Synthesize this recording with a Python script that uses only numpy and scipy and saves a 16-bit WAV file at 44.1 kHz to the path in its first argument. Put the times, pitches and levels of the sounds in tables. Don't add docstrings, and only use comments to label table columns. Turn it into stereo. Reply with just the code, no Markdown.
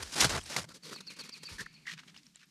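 import sys
import numpy as np
from scipy import signal
from scipy.fft import rfft, irfft
from scipy.io import wavfile
from scipy.ndimage import uniform_filter1d, map_coordinates

SR = 44100
rng = np.random.default_rng(int(sys.argv[2]) if len(sys.argv) > 2 else 0)


def master_out(mix):
    frames = np.transpose(np.atleast_2d(mix))
    ceiling = np.clip(frames, -1, 1)
    pcm = np.round(ceiling * 32767).astype(np.int16)
    wavfile.write(sys.argv[1], SR, pcm)


def voltage_ratio(level):
    return 10 ** (np.asarray(level, float) / 20)


N = 110250
T = np.arange(N) / SR

# f/Hz, level/dB
SOFT_GROUND = [(90, -23), (135, -9), (175, 1), (260, -6), (520, -6.5), (720, -21.5), (1500, -66)]


def unit(x):
    return x / np.sqrt(np.mean(x ** 2) + 1e-20)


def noise():
    return rng.standard_normal((2, N))


def wobble(rate):
    knots = rng.standard_normal(int(N * 900 / SR) + 4)
    return map_coordinates(knots, [T * min(rate, 900)])


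def sine(hz):
    return np.sin(2 * np.pi * np.cumsum(hz) / SR)


def coloured(x, points):
    f, db = np.transpose(points)
    hz = np.fft.rfftfreq(8192, 1 / SR)
    response_db = np.interp(np.log(hz + 1), np.log(f), db, -90, -90)
    cepstrum = irfft(np.log(voltage_ratio(response_db)))
    cepstrum[1:4096] *= 2
    cepstrum[4097:] = 0
    impulse = irfft(np.exp(rfft(cepstrum)))
    return signal.fftconvolve(x, impulse[None], axes=1)[:, :N]


def patchy(x, depth_db):
    z = signal.stft(x, nperseg=128)[2]

    def blur(bins, frames):
        field = rng.standard_normal(z.shape[1:])
        return unit(uniform_filter1d(uniform_filter1d(field, bins, 0), frames, 1))

    field = blur(3, 3) + .6 * blur(9, 20)
    return signal.istft(z * voltage_ratio(depth_db * field), nperseg=128)[1][:, :N]


def placed(pair, wide, left_db):
    centre, spread = pair[0], wide * pair[1]
    return np.array([centre + spread, centre - spread]) * voltage_ratio([[left_db / 2], [-left_db / 2]])


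def gate(s, length, edge):
    rise = T - s + (s <= 0)
    fall = s + length + edge - T
    return np.clip(np.minimum(rise, fall) / edge, 0, 1)


def tail(x, t60):
    t = np.arange(SR) / SR
    h = rng.standard_normal((2, SR)) * voltage_ratio(-60 * t / t60) * (t > .012)
    return signal.fftconvolve(x[None], h / np.linalg.norm(h[0]), axes=1)[:, :N]


def river():
    # f/Hz, level/dB
    water_colour = [(30, -11.5), (115, -21.5), (155, 2), (200, -1.5), (500, -26), (5400, -24.5),
                    (8500, -29.5), (15500, -43.5)]
    # t/s, f/Hz, level/dB
    bubble = [
        (2.15, 240, -80),
        (2.21, 305, -67),
        (2.28, 215, -70),
        (2.4, 215, -82),
    ]
    s, hz, db = np.transpose(bubble)
    gurgle = voltage_ratio(np.interp(T, s, db, -120, -120)) * sine(np.interp(T, s, hz))
    ebb = voltage_ratio(-6 * np.clip((T - 2.15) / .1, 0, 1))
    murmur = unit(coloured(noise(), water_colour)) * voltage_ratio(-64 + 1.53 * wobble(12))
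    murmur = murmur + (ebb - 1) * uniform_filter1d(murmur, size=12)
    return placed(murmur, wide=0.71, left_db=-3.5) + gurgle


def trees(bark, middle, far):
    # f/Hz, level/dB
    trunk_colour = [(200, -32), (1800, 7), (6500, -1), (15000, -43)]
    ring = tail(uniform_filter1d(bark * wobble(600), size=7), t60=1.7)
    steps = (middle + .5 * far).mean(0)[None]
    echo = tail(coloured(steps, trunk_colour)[0] * (T > .8), t60=0.46)
    return voltage_ratio(2.5) * ring + voltage_ratio(-14.5) * echo


def squirrel():
    # t/s, level/dB, start f/Hz, sag/(Hz/s), low note level/dB
    calls = [
        (0.823, -56, 4780, 24400, -83),
        (0.944, -48, 4910, 24700, -54),
        (1.065, -46.5, 4840, 21700, -51.5),
        (1.189, -44, 4810, 19620, -58),
        (1.316, -47.5, 5090, 28200, -54.5),
        (1.447, -46, 4810, 14040, -51.5),
        (1.736, -60, 4680, 15700, -61.5),
    ]
    bark_s, plunge_s, plunge_db, plunge_hz_per_s = 0.032, .017, -14, 69000
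    low_s, low_at_s, low_hz = .024, 0.02326, 2460
    yip_hz, yip_arch = 5600, 2.5e7
    shake = 85 * wobble(300)
    x = 0
    for s, db, start_hz, sag, low_db in calls:
        u = np.clip(T - s, 0, .08)
        plunge = plunge_hz_per_s * np.clip(u - bark_s, 0, .022)
        hz = start_hz - sag * u - plunge - 350 * np.exp(-u / 0.0025)
        body = gate(s, bark_s * 0.72, 0.01)
        fall = gate(s + bark_s * 0.73, bark_s * 0.45 + plunge_s, 0.0035)
        x = x + voltage_ratio(db + 3.5) * (body + voltage_ratio(plunge_db) * fall) * sine(hz + shake)
        low = gate(s + low_at_s, low_s, .009) + .25 * gate(s, low_at_s, 0.009)
        glide_hz = low_hz + 300 * np.clip(1.5 - u / low_at_s, 0, 1)
        x = x + voltage_ratio(low_db + 1.5) * low * sine(glide_hz + shake)
        yip = sine(yip_hz - yip_arch * (u - .006) ** 2 + shake)
        x = x + voltage_ratio(low_db - 1) * gate(s, .01, 0.0028) * yip
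    hoarse = 1 + .45 * wobble(900)
    return x * voltage_ratio(0.31 * wobble(200)) * hoarse


def squeaks():
    slips = [
        (0.688, 0.057, -56, 1346),
        (1.58, 0.02, -41.5, 1730),
        (1.588, 0.021, -34.5, 1680),
        (1.602, 0.026, -40.5, 1796),
        (1.661, 0.0094, -39, 1636),
        (1.853, 0.011, -52, 1940),
        (1.87, 0.0076, -35, 1880),
        (1.877, 0.0093, -34, 1895),
        (1.884, 0.0075, -40.5, 1880),
        (1.895, 0.011, -34.5, 1850),
    ]
    width_hz = 500
    flutter, unsteady = voltage_ratio(1.8 * wobble(width_hz)), 1.25 * wobble(width_hz)
    x = 0
    for s, d, db, hz in slips:
        swell = np.sin(np.pi * np.clip((T - s) / d, 0, 1) ** 0.82) ** 2
        x = x + voltage_ratio(db) * swell * np.sin(2 * np.pi * hz * T + unsteady)
    return flutter * x


def snaps():
    # t/s, peak level/dB, f/Hz
    breaks = [(0.2434, -17.5, 1490), (0.413, -38, 3100), (0.4395, -31.5, 8450), (0.5645, -22.5, 2100),
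              (.6415, -39.5, 590), (0.93, -35, 1370), (.961, -43.5, 1170), (1.0071, -37.5, 3970),
              (1.9357, -36, 2400), (1.9778, -42.5, 2570), (1.986, -44, 4700), (2.035, -53, 1580),
              (2.0833, -53, 3020), (2.0957, -48, 3050), (2.1435, -50, 1790), (2.164, -37, 2950),
              (2.176, -38.5, 5140), (2.233, -54, 5060), (2.257, -52, 8700), (2.2669, -40, 5520),
              (2.358, -34.5, 7600), (2.359, -45.5, 3900), (2.457, -54, 11540)]
    cycles, crack_share = 39, 0.19
    x, t = np.zeros(N + 2000), np.arange(1500) / SR
    for s, db, hz in breaks:
        wide = round(SR / hz) + 2
        blunt = np.hanning(wide) / np.sqrt(wide / 3)
        crack = np.convolve(rng.standard_normal(1500), blunt, "same")
        ring = np.sin(2 * np.pi * hz * t) + crack_share * crack
        decay = voltage_ratio(db + 0.5 - 60 * t * (hz + 1500) / cycles)
        x[round(s * SR):][:1500] += decay * (1 - np.exp(-t / 0.00016)) * ring
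    return x[:N]


def thumps():
    # start t/s, length/s, level/dB, f/Hz
    blows = [(0, 0.073, -50, 75), (0.206, 0.058, -41.5, 60), (0.238, 0.032, -33, 135),
             (0.266, 0.13, -42.5, 75), (0.334, 0.042, -44, 125), (0.556, 0.048, -44.5, 155),
             (0.577, 0.072, -53.5, 80), (0.636, 0.0089, -45, 110), (0.912, 0.023, -53, 330),
             (1.506, 0.041, -49, 68), (1.595, 0.024, -51.5, 145), (1.917, 0.058, -53.5, 160)]
    fade_db_per_s, rise_s = 42, 0.013
    rough = 1.5 * wobble(60)
    x = 0
    for s, d, db, hz in blows:
        weight = voltage_ratio(db + 3 - fade_db_per_s * np.clip(T - s, 0, d)) * gate(s, d, rise_s)
        x = x + weight * np.sin(2 * np.pi * hz * T + rough)
    return placed([x, np.roll(x, 90)], wide=.12, left_db=0.0)


def pressure(loads, packed, settle_db):
    load = 0
    for s, d, db, swell, low_db in loads:
        through = np.clip((T - s) / d, 0, 1) - .5
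        load = load + gate(s, d, 0.0041) * voltage_ratio(db + packed * low_db + swell * through)
    keep = np.exp(-1 / (0.0067 * SR))

    def crumbs(v):
        return voltage_ratio(settle_db) * signal.lfilter([1 - keep], [1, -keep], v)

    creak = .5 * crumbs(load[::-1])[::-1]
    return np.maximum(load, np.maximum(crumbs(load), creak))


def crunch(loads, crust, dull, grains, lumpy_db, dull_db, settle_db, wide, left_db):
    # f/Hz, level/dB
    ear_spread = [(100, -10.5), (2800, 5), (9000, -0.5), (14500, 7.5)]
    u = rng.random((2, N))
    sizes = voltage_ratio(-1.8 * np.log(u[1] + 0.022))
    spikes = (u[0] < grains / SR) * sizes * noise()
    crystals = patchy(noise() + .8 * unit(spikes), depth_db=1.0)
    fizz = unit(coloured(crystals, crust) * voltage_ratio(lumpy_db * wobble(170)))
    push = unit(coloured(noise(), dull) * voltage_ratio(0.39 * wobble(59.64)))
    fizz = np.array([fizz[0], coloured(fizz[1:], ear_spread)[0]])
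    low = signal.sosfiltfilt(signal.butter(2, 2200, fs=SR, output="sos"), fizz)
    load, packed = pressure(loads, 0, settle_db), pressure(loads, 1, settle_db)
    ground = push * voltage_ratio(dull_db) * uniform_filter1d(packed, size=300)
    return placed((fizz - low) * load + low * packed + ground, wide, left_db)


def far_bank():
    # start t/s, length/s, level/dB, swell over the length/dB, low part/dB
    far_loads = [(1.866, 0.029, -45.5, 0, 0.5), (1.895, 0.013, -42.5, -6, -3.5),
                 (1.909, 0.019, -43, -11.5, 0), (1.934, 0.0075, -44.5, -3, 0),
                 (1.976, 0.0058, -50, -3, 2.5), (1.984, 0.022, -54, -3, 5), (2.033, 0.01, -62.5, -22, 11),
                 (2.074, 0.025, -55.5, -5, 0), (2.141, 0.021, -56, -1, -2.5),
                 (2.162, 0.035, -57.5, -14, -5.5), (2.229, 0.0041, -58, 0, -21),
                 (2.255, 0.016, -66.5, 0, -13), (2.345, 0.036, -63.5, 1, -0.5),
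                 (2.393, 0.022, -62.5, 6, -5), (2.412, 0.015, -62, -3, 5), (2.428, 0.016, -61.5, -11, 3)]
    # f/Hz, level/dB
    far_crust = [(500, -56), (900, -16), (1700, -4), (2900, -4), (4000, -6), (6300, -11), (15800, -36.5)]
    return crunch(far_loads, far_crust, SOFT_GROUND, grains=6700, lumpy_db=2.6, dull_db=-27.0,
                  settle_db=-3.5, wide=0.28, left_db=-3.5)


def trotting():
    # start t/s, length/s, level/dB, swell over the length/dB, low part/dB
    trot_loads = [(.687, 0.0069, -47, -6, -1.5), (.698, 0.023, -58, -5, 3), (.717, 0.006, -58.5, 3, -8),
                  (.741, 0.032, -52, -5.5, -3.5), (.83, 0.023, -52.5, 1, -5), (.852, 0.039, -50.5, -5, 1),
                  (.891, 0.0091, -47, -3, 4), (.906, 0.023, -50, 4, 4.5), (.928, .014, -44.5, -3, -0.5),
                  (.956, 0.0067, -50.5, 4, 3), (.968, 0.023, -57.5, 6, -1),
                  (1.003, 0.0094, -48.5, -2.5, 1.5), (1.066, 0.016, -56.5, 0, -2),
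                  (1.1, 0.041, -52.5, -11, -1), (1.162, 0.021, -55, -6, 1), (1.186, 0.028, -47.5, -1, 1.5),
                  (1.233, 0.034, -52, 0, 0), (1.272, 0.0059, -53.5, -5, 0), (1.289, 0.0058, -45.5, 0.5, 4),
                  (1.325, 0.057, -57, 6.5, -2), (1.43, 0.011, -44.5, -3, 0.5),
                  (1.458, 0.017, -55.5, -4, -2), (1.485, 0.039, -50.5, -3, 3),
                  (1.523, 0.046, -51.5, -8.5, 1), (1.58, 0.025, -48.5, 5, 1), (1.605, 0.014, -41.5, -10, 5),
                  (1.622, 0.013, -52.5, -5, 5), (1.658, 0.0055, -51.5, -7, 7),
                  (1.725, 0.022, -64.5, -4, -1)]
    # f/Hz, level/dB
    trot_crust = [(500, -63), (900, -5), (1900, -4.5), (2800, -6.5), (4500, 0), (10000, -12),
                  (15800, -27.5)]
    fading_db = -6.0 - 12.5 * (T - 1)
    return crunch(trot_loads, trot_crust, SOFT_GROUND, grains=8100, lumpy_db=0.25, dull_db=fading_db,
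                  settle_db=-3.5, wide=0.25, left_db=-1.5)


def landing():
    # start t/s, length/s, level/dB, swell over the length/dB, low part/dB
    near_loads = [(0, 0.02, -46, 4, 4), (.022, 0.012, -38, 4.5, -3), (.036, 0.11, -50, -4, -3),
                  (.12, 0.035, -43.5, 0.5, -5.5), (.154, 0.05, -32, 5.5, 0), (.203, 0.014, -21, 2, -7),
                  (.219, 0.02, -26, -1, 0.5), (.242, 0.03, -28, -21.5, 1.5), (.272, 0.02, -43, -1, 2),
                  (.292, 0.0314, -33.5, -2.5, 1), (.323, .023, -39.5, -0.5, 6.5),
                  (.347, 0.02, -36.5, -2, 6.5), (.369, 0.024, -40.5, -10, 7), (.393, 0.065, -52.5, 0, -7.5),
                  (.457, 0.043, -47.5, -3, -5), (.498, 0.06, -41.5, -4, 0), (.562, 0.0072, -27, -4.5, -2.5),
                  (.571, 0.025, -35, -4.5, 0.5), (.597, 0.037, -45.5, -6.5, -1),
                  (.639, 0.0066, -47, -7, 3.5), (.646, 0.0059, -51.5, -5, 3)]
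    # f/Hz, level/dB
    near_crust = [(300, -37), (700, -6.5), (1500, -2.5), (3000, -5.5), (5400, -3), (10000, -12.5),
                  (15800, -33)]
    # f/Hz, level/dB
    near_ground = [(60, -52), (130, -7.5), (430, -6), (900, -12), (1800, -35)]
    return crunch(near_loads, near_crust, near_ground, grains=5200, lumpy_db=1.24, dull_db=-9,
                  settle_db=-43.5, wide=0.23, left_db=-1.15)


def scene():
    near, middle, far = landing(), trotting(), far_bank()
    paws = near + middle + far
    paws = paws + snaps() * voltage_ratio([[-.8], [.8]]) + squeaks() * voltage_ratio([[-2.5], [2.5]])
    bark = squirrel()
    return paws + thumps() + bark * voltage_ratio([[1.5], [-1.5]]) + trees(bark, middle, far) + river()


def low_pass(x):
    return signal.sosfilt(signal.butter(12, 15720, fs=SR, output="sos"), x)


def record(dry):
    # f/Hz, level/dB
    mic_response = [(12, -24), (48, 0), (13000, 0), (15000, -6), (15900, -24)]
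    return low_pass(coloured(dry, mic_response))


dry = scene()
out = record(dry)
master_out(out)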